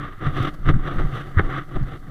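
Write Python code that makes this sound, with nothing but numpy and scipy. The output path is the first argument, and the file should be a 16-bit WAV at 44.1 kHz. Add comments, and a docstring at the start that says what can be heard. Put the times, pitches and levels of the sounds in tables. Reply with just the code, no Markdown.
"""Brisk footsteps through rough grass, heard from a small camera carried on the body.
Each footfall is a burst of tiny stalk fractures, with a low rub and a thud just after it.
Between footfalls the legs swish through the grass, a few stalks snap and the camera knocks on its mount.
The boxy camera case colours the grass; wind buffets the port as a surging rumble over a faint hiss."""
import sys
import numpy as np
from scipy import signal
from scipy.fft import rfft, irfft
from scipy.io import wavfile
from scipy.ndimage import uniform_filter1d

SR = 44100
rng = np.random.default_rng(int(sys.argv[2]) if len(sys.argv) > 2 else 0)


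def wrap_up_sound(samples):
    """Save the sound to the file named by the first command line argument, as 16-bit audio."""
    columns = np.atleast_2d(samples).T
    # keep every value between -1 and 1, then stretch to whole-number steps
    tamed = np.clip(columns, -1, 1)
    steps = np.round(tamed * 32767).astype(np.int16)
    wavfile.write(sys.argv[1], SR, steps)


N = 92610
TIME = np.arange(N) / SR  # seconds

# Starting balance of the grass against its middle band; the tables add to these.
LOW_DB, TREBLE_DB = -4.5, -16


def from_db(db):
    """Turn decibels into gain."""
    return 10 ** (np.asarray(db) / 20)


def rms_one(x):
    """Scale to an rms (average strength) of 1."""
    return x / np.sqrt(np.mean(x ** 2) + 1e-20)


def coloured(x, spectrum):
    """Filter to the given spectrum, each sound starting at once (minimum phase); rms 1."""
    hz, db = np.transpose(spectrum)
    grid = np.maximum(np.arange(N + 1) * SR / (2 * N), 1)
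    gain = from_db(np.interp(np.log(grid), np.log(hz), db))
    # Folding the cepstrum forward in time gives the minimum phase.
    cepstrum = irfft(np.log(gain))
    cepstrum[1:N] *= 2
    cepstrum[N + 1:] = 0
    response = np.exp(rfft(cepstrum))
    # The input is repeated to fill the filter's length of 2 N.
    filtered = irfft(rfft(np.tile(x, 2)) * response)
    return rms_one(filtered[:N])


def evened(x, window_s):
    """Take the slow swings out of a noise, leaving its fine grain; rms 1."""
    instant_power = np.abs(signal.hilbert(x)) ** 2
    power = uniform_filter1d(instant_power, max(int(window_s * SR), 1))
    return rms_one(x / np.sqrt(power + 1e-6))


def noise(spectrum):
    """Steady random noise of the given colour; rms 1."""
    return coloured(rng.standard_normal(N), spectrum)


def swell(start, end, rise, fall):
    """Rise, hold at 1 and fall; rise and fall are the seconds taken to change by 20 dB."""
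    before = np.maximum(start - TIME, 0)
    after = np.maximum(TIME - end, 0)
    return from_db(-20 * (before / rise + after / fall))


def level_curve(points):
    """Gain over time, drawn in straight lines of decibels between the points."""
    return from_db(np.interp(TIME, *np.transpose(points)))


# Colour of the hiss: pitch_hz [Hz], level_db [dB per Hz]
HISS_COLOUR = [(100, 0.32), (4000, -1.5), (7000, -0.78), (15000, -0.65)]


def hiss():
    """The microphone's own faint, steady noise."""
    hiss_db = -68.5
    return from_db(hiss_db) * noise(HISS_COLOUR)


# Colour of the wind: pitch_hz [Hz], level_db [dB per Hz]
WIND_COLOUR = [(8, 1.5), (18, 11.5), (30, -1), (48, -8.5), (65, -20), (85, -13), (130, -17), (200, -20.5),
               (400, -45), (1000, -81), (4000, -110)]
# Wind buffeting the port: peak_s [s], rise_s [s per 20 dB], fall_s [s per 20 dB], level_db [dB]
WIND_GUSTS = [(.28, 0.07, 0.14, -22), (.42, 0.24, .16, -24.5), (.68, 0.049, 0.047, -11),
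              (.755, 0.14, 0.11, -10), (0.991, 0.07, 0.1, -12.5), (1.055, 0.05, 0.058, -15),
              (1.376, 0.034, 0.017, -14), (1.451, 0.054, 0.055, -14.5), (1.772, 0.042, 0.081, -16),
              (1.83, 0.051, 0.047, -17)]


def wind():
    """Lumpy low rumble of air at the port, surging with the strides over a steady breeze."""
    breeze_db = -36
    power = from_db(breeze_db) ** 2
    for peak_s, rise_s, fall_s, level_db in WIND_GUSTS:
        gust = from_db(level_db) * swell(peak_s, peak_s, rise_s, fall_s)
        power = power + gust ** 2
    return np.sqrt(power) * evened(noise(WIND_COLOUR), window_s=0.032)


# Colour of a snapping stalk: pitch_hz [Hz], level_db [dB per Hz]
SNAP_COLOUR = [(1500, -17.5), (4500, -2.5), (7000, -13), (15000, -14)]
# Dry stalks snapping: peak_s [s], level_db [dB]
STALK_SNAPS = [(0.427, -46.5), (0.541, -53), (1.829, -56.5)]


def snaps():
    """Single dry stalks break, each a thin tick of bright noise."""
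    rise_s, fall_s = 0.002, 0.02  # per 20 dB
    level = np.zeros(N)
    for peak_s, level_db in STALK_SNAPS:
        level += from_db(level_db) * swell(peak_s, peak_s, rise_s, fall_s)
    return level * noise(SNAP_COLOUR)


# Grass as heard through the case, in three bands: pitch_hz [Hz], level_db [dB per Hz]
GRASS_LOW_COLOUR = [(90, -24), (135, 5), (185, -1.5), (235, -6.5), (292, 9.5), (330, 1), (365, 2.5),
                    (420, -7.5), (485, -5), (560, -7), (640, -8.5), (755, -1.5), (870, -12.5), (1100, -14),
                    (4000, -80)]
GRASS_MIDDLE_COLOUR = [(400, -33), (880, -18.5), (995, -13.5), (1065, -8.5), (1160, 3), (1245, 4),
                       (1340, 1.5), (1480, -4), (1800, -4), (2020, -5), (2250, -19), (2600, -35.5),
                       (4000, -85), (8000, -80.5)]
GRASS_TREBLE_COLOUR = [(1700, -2), (2400, -7), (2800, 1.5), (3600, 2), (3900, -5), (4150, -13),
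                       (5400, -23.5), (5950, -16.5), (6600, -33), (8200, -27), (15000, -43)]


def stalks(per_s, spread_db, window_s):
    """Tiny fractures of uneven size, as the low, middle and treble sound they raise in the case."""
    sizes = from_db(spread_db * np.minimum(rng.exponential(1, N), 4))
    signs = rng.choice([-1, 1], N)
    clicks = sizes * signs * (rng.random(N) < per_s / SR)
    bands = (GRASS_LOW_COLOUR, GRASS_MIDDLE_COLOUR, GRASS_TREBLE_COLOUR)
    return [evened(coloured(clicks, band), window_s) for band in bands]


# The camera knocking on its mount: start_s [s], boom_db [dB before the contact softens it],
# rattle_db [dB], boom_hz [Hz]
CAMERA_KNOCKS = [(.212, -22, -44, 131), (0.257, -14.5, -46, 126), (0.401, -12.5, -49, 125),
                 (0.676, -13, -38.5, 132), (.737, -13, -33.5, 131.5), (1.042, -14, -42, 140.4),
                 (1.126, -21.5, -52, 130), (1.37, -4, -51, 89.6), (1.445, -22, -56, 135),
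                 (1.81, -15, -60, 136.5), (2.069, -29, -70, 147)]


def knocks():
    """A soft contact sets the mount booming as a fading tone, with a short noisy rattle of the case."""
    contact_s, boom_t60_s = 0.0025, 0.12  # T60 is the time to fade by 60 dB
    rattle_fall_s = 0.038  # per 20 dB
    booms, rattle_level = np.zeros(N), np.zeros(N)
    for start_s, boom_db, rattle_db, boom_hz in CAMERA_KNOCKS:
        age = np.maximum(TIME - start_s, 0)
        fading = from_db(boom_db - 60 * age / boom_t60_s)
        booms += fading * np.sin(2 * np.pi * boom_hz * age)
        rattle_level += from_db(rattle_db) * swell(start_s, start_s + contact_s, contact_s, rattle_fall_s)
    # Smearing the booms over the contact time softens their start.
    contact = np.hanning(max(int(contact_s * SR), 3))
    soft_booms = signal.fftconvolve(booms, contact / contact.sum())[:N]
    rattle = evened(noise(GRASS_MIDDLE_COLOUR), window_s=0.031)
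    return soft_booms + rattle_level * rattle


# Colour of thuds and of the mount shaking: pitch_hz [Hz], level_db [dB per Hz]
THUD_COLOUR = [(30, -24), (85, -3.5), (108, -8), (137, 7.5), (170, -10), (225, -23.5), (292, -13.5),
               (420, -20), (750, -28), (1000, -46), (4000, -94.5)]


def thud_noise(window_s):
    """Low, even noise with the resonances of a jolted camera."""
    return evened(noise(THUD_COLOUR), window_s)


# Fine sizzle of blade tips, its colour: pitch_hz [Hz], level_db [dB per Hz]
SIZZLE_COLOUR = [(2500, -22), (4400, -4), (5300, -14), (6000, -9), (6800, -14.5), (10000, -14.5),
                 (15000, -17)]
# Sizzle over time: time_s [s], level_db [dB before the flutter]
SIZZLE_OVER_TIME = [(.22, -71), (.39, -60.5), (.54, -63.5), (.60, -71.5), (.68, -67), (.77, -70),
                    (.99, -64.5), (1.09, -62.5), (1.16, -60), (1.33, -67.5), (1.45, -65), (1.66, -68),
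                    (1.93, -68), (2.0, -69.5)]


def sizzle():
    """Blade tips hiss finely, as bright noise that follows a level curve."""
    return level_curve(SIZZLE_OVER_TIME) * noise(SIZZLE_COLOUR)


# A leg sweeping through the grass: start_s [s], end_s [s], rise_s [s per 20 dB],
# fall_s [s per 20 dB], level_db [dB before the flutter], treble_db [dB added to TREBLE_DB],
# low_rub_db [dB added to LOW_DB], shake_db [dB against level_db]
LEG_SWISHES = [(.01, 0.063, 0.056, 0.14, -36, 2, -0.5, -18), (0.382, 0.488, 0.079, .02, -31, 7.5, 5, -3.5),
               (0.87, 0.919, 0.067, 0.036, -31.5, 3.5, 4.5, -4),
               (1.135, 1.206, 0.033, 0.089, -36.5, 7.5, 1, 2),
               (1.533, 1.589, 0.06, 0.05, -29, 2.5, 0, -5.5),
               (1.718, 1.767, 0.021, 0.024, -52.5, 11.5, 10, 6), (1.893, 1.961, 0.057, 0.026, -44, 6, 5, 8)]
# Stalks stirring between the strides: time_s [s], level_db [dB before the flutter]
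STIR_OVER_TIME = [(0, -40.5), (.14, -56.5), (.185, -68), (.212, -37.5), (.33, -43), (.52, -46.5),
                  (.62, -54), (.76, -44), (1.1, -41.5), (1.325, -47.5), (1.45, -39), (1.6, -40),
                  (1.66, -57), (1.71, -44.5), (1.82, -45), (2.0, -59), (2.025, -51.5), (2.1, -51)]


def swishes():
    """Blades brush the swinging leg tuft by tuft and stir between strides; the swing shakes the mount."""
    window_s = 0.022
    layers = stalks(per_s=6000, spread_db=0.5, window_s=window_s) + [thud_noise(window_s)]

    def layer_power(level, treble_db, low_rub_db, shake_db):
        """Power of the low, middle, treble and shake layers over time."""
        mix = from_db([LOW_DB + low_rub_db, 0, TREBLE_DB + treble_db, shake_db])
        return (mix[:, None] * level) ** 2

    power = layer_power(level_curve(STIR_OVER_TIME), treble_db=1.5, low_rub_db=6, shake_db=7)
    for start_s, end_s, rise_s, fall_s, level_db, treble_db, low_rub_db, shake_db in LEG_SWISHES:
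        level = from_db(level_db) * swell(start_s, end_s, rise_s, fall_s)
        power += layer_power(level, treble_db, low_rub_db, shake_db)
    brushing = (np.sqrt(power) * layers).sum(axis=0)

    # The level flutters from tuft to tuft: random points joined by straight lines.
    tufts_per_s, tuft_spread_db = 84, 2
    tuft_wander = np.interp(TIME * tufts_per_s, np.arange(N), rng.standard_normal(N))
    return from_db(tuft_spread_db * tuft_wander) * (brushing + sizzle())


# Footfalls: peak_s [s, crunch at its loudest], rise_s [s per 20 dB], fall_s [s per 20 dB],
# crunch_db [dB], treble_db [dB added to TREBLE_DB, against the crunch], thud_db [dB],
# low_rub_db [dB added to LOW_DB, against the crunch]
FOOTFALLS = [(0.267, 0.064, 0.045, -27, 2.5, -20.5, 0.5), (0.694, 0.041, 0.026, -20, 3, -10, 2),
             (0.999, 0.053, 0.047, -28.5, 1.5, -26, 5), (1.393, 0.023, 0.021, -14.5, -5.5, -17.5, -0.5),
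             (1.766, 0.041, 0.01, -33, 3.5, -26.5, 11.5)]


def footfalls():
    """The sole crushes a burst of stalks; a moment later the weight comes down with a rub and a thud."""
    weight_lag_s = 0.0063
    low, middle, treble = stalks(per_s=5300, spread_db=5.5, window_s=0.034)
    thud = thud_noise(window_s=0.012)
    out = np.zeros(N)
    for peak_s, rise_s, fall_s, crunch_db, treble_db, thud_db, low_rub_db in FOOTFALLS:
        crunch = middle + from_db(TREBLE_DB + treble_db) * treble
        out += swell(peak_s, peak_s, rise_s, fall_s) * from_db(crunch_db) * crunch
        weight_s = peak_s + weight_lag_s
        rub = from_db(crunch_db + LOW_DB + low_rub_db) * low
        weight = rub + from_db(thud_db) * thud
        out += swell(weight_s, weight_s, rise_s, fall_s) * weight
    return out


def scene():
    """Add hiss, wind, camera, grass and feet into one channel."""
    background = hiss() + wind()
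    details = snaps() + knocks()
    walking = swishes() + footfalls()
    return (background + details + walking)[None]


def record(dry):
    """The recorder cuts the top with a steep low-pass filter."""
    cutoff_hz, ripple_db, stop_db = 15200, 0.1, 80
    low_pass = signal.ellip(10, ripple_db, stop_db, cutoff_hz, fs=SR, output="sos")
    return signal.sosfilt(low_pass, dry)


dry = scene()
out = record(dry)
wrap_up_sound(out)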